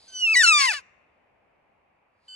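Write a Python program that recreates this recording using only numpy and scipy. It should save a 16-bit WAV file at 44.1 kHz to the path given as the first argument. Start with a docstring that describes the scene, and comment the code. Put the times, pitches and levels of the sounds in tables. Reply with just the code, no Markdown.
"""An elk bugles in a forested valley, over light wind. After a faint hiss of breath a thin whistle
swells near 3 kHz and breaks downward in steps. Where the voice cracks its vibration doubles in period;
it ends in a rasping squeal at 0.8 s. The slopes return a faint echo, the wind eases,
and at 2.3 s a second whistle begins."""
import sys
import numpy as np
from scipy import signal
from scipy.fft import rfft, irfft
from scipy.io import wavfile

SR = 44100
rng = np.random.default_rng(int(sys.argv[2]) if len(sys.argv) > 2 else 0)


def waveform_to_disk(signal):
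    """Save audio, clipped to [-1, 1], as 16-bit WAV at the path in sys.argv[1]."""
    frames = np.transpose(np.atleast_2d(signal))
    scaled = np.clip(frames, -1, 1) * 32767
    samples = np.round(scaled).astype(np.int16)
    wavfile.write(sys.argv[1], SR, samples)


N = 103635
T = np.arange(N) / SR
SIDES = np.array([[1], [-1]])  # left, right
ATTACK_S, JITTER_HZ, CUTOFF_HZ = .006, 150, 13500
# stereo balance of the wind: freq_hz, left_minus_right_db
WIND_BALANCE = [(200, 0.7), (400, -3.5), (650, 2.5), (1200, -0.5), (8000, 1.5)]


def bugle():
    """The elk's voice: a falling whistle that cracks into period doubling and rasp."""
    # whistle contour: time_s, pitch_hz
    pitch = [(0.07, 3088), (0.122, 3068), (0.15, 2998), (0.198, 2971), (0.245, 2846), (0.283, 2590),
             (0.3, 2628), (0.316, 2633), (0.332, 2582), (0.342, 2344), (0.352, 2187), (0.359, 1944),
             (0.372, 1966), (0.39, 1935), (0.42, 1770), (0.428, 1670), (0.435, 1485), (0.453, 1442),
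             (0.464, 1360), (0.494, 1336), (0.518, 1282), (0.531, 1217), (0.575, 1182), (0.63, 1084),
             (0.666, 1037), (0.688, 935), (0.7, 871), (0.712, 832), (0.73, 702.3), (0.74, 592.5),
             (0.775, 563.2), (0.795, 511), (0.815, 420)]
    # unsteadiness, growing as the effort fails: time_s, pitch_fraction
    jitter = [(.3, .0015), (.43, .004), (.52, .002), (.66, .003), (.73, .008), (.8, .011)]
    # harmonics before colouring: time_s, first_db, second_db, upper_db
    voice = [(0.075, -56.5, -61.5, -61), (0.085, -59.0, -42.5, -83), (0.115, -47.5, -52.0, -58),
             (0.155, -33.5, -35, -53), (0.2, -32.5, -33.5, -48), (0.24, -19, -36, -58),
             (0.26, -24, -37.5, -49), (0.325, -22.0, -38, -40), (0.345, -18, -23.5, -34.5),
             (0.37, -14.5, -20, -24.5), (0.42, -17.5, -22.5, -24), (0.445, -17.5, -23.5, -17.5),
             (0.485, -20, -18.5, -23), (0.52, -18.5, -16.5, -22.5), (0.585, -22, -21, -23.5),
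             (0.66, -19, -23, -31.5), (0.7, -26.0, -25.5, -27), (0.735, -26, -35.0, -34.5),
             (0.77, -56, -43.5, -37), (0.795, -42, -41, -46), (0.815, -41.5, -58.0, -66)]
    # cracking: time_s, half_pitch_db, odd_halves_db, rasp_db
    crack = [(.075, -62.5, -66, -73.5), (.12, -59, -59, -72.5), (.2, -58, -43.5, -70.5),
             (.26, -65.5, -48, -65.5), (.28, -42, -43.5, -65), (.335, -39, -45, -50.5),
             (.352, -34.5, -48, -40), (.372, -37.5, -27, -44), (.4, -44, -42.5, -46.5),
             (.425, -44, -33, -37.5), (.45, -54, -37.5, -40), (.475, -53.5, -45.5, -27.5),
             (.5, -57.5, -51.5, -48.5), (.55, -66, -53, -48.5), (.58, -62, -45, -43.5),
             (.605, -45, -30, -31), (.63, -49.5, -30.5, -31), (.66, -63, -41, -26),
             (.69, -52, -75.5, -38.5), (.735, -49, -41.5, -31.5), (.77, -59, -59, -46),
             (.815, -64, -72, -62)]
    # brief dips at register changes: time_s, loss_db
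    breaks = [(.113, 5), (.341, 5.5), (.431, 0.5), (.459, 5), (.5, 3), (.728, 4.5)]
    release_s, dip_width_s = .012, .004
    upper_db_per_octave, crack_db_per_octave = 7.5, 3.5
    start_s, end_s = voice[0][0], pitch[-1][0]
    gate = np.clip((T - start_s) / ATTACK_S, 0, 1) * np.clip((end_s - T) / release_s + .5, 0, 1)
    pitch_hz = in_time(pitch)[0] * (1 + in_time(jitter)[0] * drift(JITTER_HZ))
    phase = 2 * np.pi * np.cumsum(pitch_hz) / SR
    first_db, second_db, upper_db = in_time(voice)
    half_pitch_db, odd_halves_db, rasp_db = in_time(crack)
    growl_db = -35 - 6 * ((T - .606) / .02) ** 2  # the period briefly doubles again
    partials = [(1.001, first_db), (2, second_db), (.5, half_pitch_db)]
    partials += [(k, upper_db - upper_db_per_octave * np.log2(k / 3)) for k in range(3, 17)]
    for db, multiples in (odd_halves_db, np.arange(1.5, 10)), (growl_db, np.arange(1.75, 8, .5)):
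        partials += [(k, db - crack_db_per_octave * np.log2(max(k / 2, 1))) for k in multiples]
    dip_db = sum(db * np.exp(-((T - time_s) / dip_width_s) ** 2) for time_s, db in breaks)
    tone = from_db(-dip_db) * voiced_tone(partials, pitch_hz, phase)
    return gate * (tone + rasp(phase, rasp_db))


def voiced_tone(partials, pitch_hz, phase):
    """Shimmering partials (pitch_multiple, level_db) sweep through the peaks of the voice's colour."""
    # throat resonances with ripples from the ground reflection: freq_hz, gain_db
    voice_colour = [(500, -21), (800, -10), (1050, -0.5), (1200, 0.5), (1330, -0.5), (1460, 3), (1580, 0),
                    (1750, 4.5), (1950, 2.5), (2300, -1.5), (2650, 6.5), (2850, 5.5), (3200, -12),
                    (3600, 0), (3900, -5.5), (4400, 2.5), (4800, 6), (5150, -2.5), (5500, 3), (5850, -1),
                    (6400, -5.5), (6800, 1.5), (7300, 1.5), (7800, -1), (8600, -1), (10000, -13),
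                    (11500, -10.5), (12500, -27), (13500, -34)]
    tone = np.zeros((2, N))
    for k, db in partials:
        partial_hz = k * pitch_hz
        shimmer_db = 1.64 * min(k / 2, 2) * drift(rate_hz=35)
        gain = from_db(db + shimmer_db + at_hz(voice_colour, partial_hz)) * (partial_hz < CUTOFF_HZ)
        wave = np.exp(1j * (k * phase + rng.uniform(0, 2 * np.pi)))
        tone += gain * np.real(ears(partial_hz) * wave)
    return tone


def rasp(phase, level_db):
    """Air noise pulsed at half the pitch, fluttering in level."""
    # rasp spectrum: freq_hz, gain_db
    spectrum = [(150, -31.5), (300, -21.5), (450, -31), (750, -31), (1250, -17), (1800, -8.5), (2600, 1.5),
                (3200, -7), (4500, -3.5), (6000, -7), (7400, -8.5), (10000, -12.5), (11500, -15.5),
                (12300, -47.5)]
    stereo_spread, pulse_depth, trim_db, flutter_db = .88, .7, -1, 1.5
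    air = rng.standard_normal(N) + stereo_spread * rng.standard_normal((2, N))
    pulsed = coloured(air * (1 + pulse_depth * np.cos(phase / 2)), spectrum)
    return from_db(level_db + trim_db + flutter_db * drift(rate_hz=90)) * from_elk(pulsed)


def second_whistle():
    """A clean note of steady pitch that swells from a quick attack."""
    # partials at mid-note: pitch_multiple, level_db
    partials = [(.5, -64), (1, -43), (1.5, -48.5), (2, -72.5), (2.5, -55.5), (3, -67.5), (4, -80.5)]
    start_s, pitch_hz, jitter_fraction, swell_db_per_s = 2.279, 3034, .00059, 53.5
    age_s = T - start_s
    envelope = np.clip(age_s / ATTACK_S, 0, 1) * from_db(swell_db_per_s * (age_s - age_s[-1] / 2))
    phase = 2 * np.pi * np.cumsum(pitch_hz * (1 + jitter_fraction * drift(JITTER_HZ))) / SR
    tone = sum(from_db(db) * np.real(ears(k * pitch_hz) * np.exp(1j * k * phase)) for k, db in partials)
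    return envelope * tone


def hiss():
    """Air rushes through the muzzle before and during each note."""
    # breath envelope: time_s, level_db
    envelope = [(0, -59.5), (.1, -56.5), (.3, -52), (.78, -69), (.83, -100), (2.08, -100), (2.21, -84),
                (2.28, -69), (2.35, -70)]
    # breath spectrum: freq_hz, gain_db
    spectrum = [(500, -10), (800, -9.5), (1300, -18.5), (3100, -11.5), (3600, -5), (4800, 3), (5600, -13.5),
                (8500, -12.5), (10500, -14), (12000, -45.5)]
    return from_db(in_time(envelope)[0]) * from_elk(coloured(rng.standard_normal(N), spectrum))


def valley(call):
    """Wooded slopes return a few dull echoes and scatter a faint tail whose treble dies first."""
    # tree line echoes: delay_s, gain_db
    returns = [(.155, -42.5), (.36, -58.5), (.55, -60.5)]
    # long dull tail: freq_hz, gain_db
    dull_colour = [(500, -6), (1500, -4.5), (2400, -1), (3500, -15.5), (4700, -28), (11000, -44.5)]
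    # short bright tail: freq_hz, gain_db
    bright_colour = [(1500, -10.5), (2300, 2), (3100, -12), (3600, -4), (4700, -14), (6000, 0.5),
                     (7300, -3.5), (11000, -25)]
    lowpass_hz, tail_delay_s = 2200, .065
    dull = signal.sosfilt(signal.butter(2, lowpass_hz, fs=SR, output="sos"), call)
    echo = np.zeros((2, N))
    for delay_s, gain_db in returns:
        echo += from_db(gain_db) * np.pad(dull, ((0, 0), (int(delay_s * SR), 0)))[:, :N]
    for colour, gain_db, t60_s in (dull_colour, -46.5, 1.2), (bright_colour, -45.5, .6):
        decay = from_db(-60 * T / t60_s) * (T > tail_delay_s)
        tail = rms_one(coloured(rng.standard_normal((2, N)), colour) * decay) / np.sqrt(N)
        echo += from_db(gain_db) * signal.fftconvolve(call, tail, axes=1)[:, :N]
    return echo


def wind():
    """Light wind in the trees, steady and then slowly easing."""
    # wind spectrum: freq_hz, gain_db
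    spectrum = [(25, -26.5), (35, -20), (50, -8.5), (70, -6), (150, -8.5), (240, -8.5), (370, -10.5),
                (630, -5), (850, -6.5), (1100, -9), (1550, -13), (2400, -9.5), (2800, -16), (3400, -28.5),
                (4200, -36.5), (13400, -50)]
    # likeness of left and right: freq_hz, correlation
    likeness = [(60, 0.98), (130, .85), (280, .6), (600, .25), (1300, .25), (2800, 0.16), (6000, 0)]
    level_db, fade_start_s, fade_db_per_s = -66.8, 1, 3
    freq_hz = np.fft.rfftfreq(N, 1 / SR)
    correlation = at_hz(likeness, freq_hz)
    mid, side = rfft(rng.standard_normal((2, N)))
    stereo = np.sqrt(1 + correlation) * mid + SIDES * np.sqrt(1 - correlation) * side
    air = irfft(stereo * from_db(SIDES / 2 * at_hz(WIND_BALANCE, freq_hz)), N)
    fade_db = fade_db_per_s * np.maximum(T - fade_start_s, 0)
    return from_db(level_db - fade_db) * coloured(air, spectrum)


def rumble():
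    """Low noise that swells under the call."""
    # rumble envelope: time_s, level_db
    envelope = [(.24, -102), (.31, -71), (.41, -75.5), (.44, -62), (.5, -66), (.6, -72.5), (.7, -79),
                (.82, -75), (.88, -100)]
    # rumble spectrum: freq_hz, gain_db
    spectrum = [(25, -12.5), (55, 2), (100, -8), (200, -16.5), (400, -24), (900, -44.5)]
    return from_db(in_time(envelope)[0]) * coloured(rng.standard_normal(N), spectrum)


def moan():
    """A faint hollow band in the wind, different in each ear, sags and then creeps upward."""
    # path of the band: time_s, centre_hz, level_db
    path = [(0, 716.3, -71), (1.0, 615, -72.5), (1.4, 670.3, -70), (1.72, 735.4, -70.5), (2.05, 925, -74),
            (2.35, 1018, -77)]
    width_hz = 300
    centre_hz, level_db = in_time(path)
    phase = 2 * np.pi * np.cumsum(centre_hz) / SR
    band = [drift(width_hz) * np.cos(phase) + drift(width_hz) * np.sin(phase) for _ in range(2)]
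    return from_db(level_db + SIDES / 2 * at_hz(WIND_BALANCE, centre_hz)) * band


def ears(freq_hz):
    """Complex left and right gain for a sound from the elk."""
    # arrival at the listener: freq_hz, left_minus_right_db, left_lead_rad
    arrival = [(249, -1.5, 1), (800, 8, 1), (1080, 9, 3.5), (1200, 17.5, 1), (1380, 6, 1.9),
               (1480, 0, 1.27), (1720, 8.5, -0.5), (1950, 3.5, 0.81), (2186, 3.5, 1.2), (2400, 0, -1.84),
               (2620, 3.5, -0.63), (2850, -6, -1.95), (3050, -0.5, -0.06), (3540, -0.5, 1.5),
               (4430, -1, 1.68), (5270, -5, 2), (5500, 5, 2.33), (6115, -1, 0.4), (7400, 1, 1.71),
               (9000, 0, 1.82)]
    lead_rad = at_hz(arrival, freq_hz, column=2)
    gain = from_db(SIDES / 2 * at_hz(arrival, freq_hz))
    return gain / np.sqrt(np.mean(gain ** 2, axis=0)) * np.exp(1j * SIDES / 2 * lead_rad)


def from_elk(noise):
    """Place a noise where the elk stands."""
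    return irfft(rfft(noise) * ears(np.fft.rfftfreq(N, 1 / SR)), N)


def from_db(db):
    """Decibels to gain."""
    return 10 ** (np.asarray(db) / 20)


def rms_one(x):
    """Scale to unit rms."""
    return x / np.sqrt(np.mean(x ** 2) + 1e-20)


def in_time(rows):
    """Each value column of a time curve at every sample."""
    time_s, *columns = np.transpose(rows)
    return [np.interp(T, time_s, column) for column in columns]


def at_hz(rows, freq_hz, column=1):
    """Read a spectrum column on a log-frequency axis."""
    rows = np.array(rows)
    return np.interp(np.log(freq_hz + 1), np.log(rows[:, 0]), rows[:, column])


def drift(rate_hz):
    """Smooth random motion, rms 1."""
    pole = np.exp(-2 * np.pi * rate_hz / SR)
    return rms_one(signal.lfilter([1], [1, -2 * pole, pole * pole], rng.standard_normal(2 * N))[N:])


def coloured(noise, spectrum):
    """Give a noise a spectrum, rms 1."""
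    gain = from_db(at_hz(spectrum, np.fft.rfftfreq(N, 1 / SR)))
    return rms_one(irfft(rfft(noise) * gain, N))


def scene():
    """The elk and its echo over wind and rumble."""
    elk = bugle() + second_whistle() + hiss()
    return elk + valley(elk) + wind() + rumble() + moan()


def record(dry):
    """Steep low-pass on the top treble."""
    return signal.sosfilt(signal.cheby2(12, 60, CUTOFF_HZ, fs=SR, output="sos"), dry)


dry = scene()
out = record(dry)
waveform_to_disk(out)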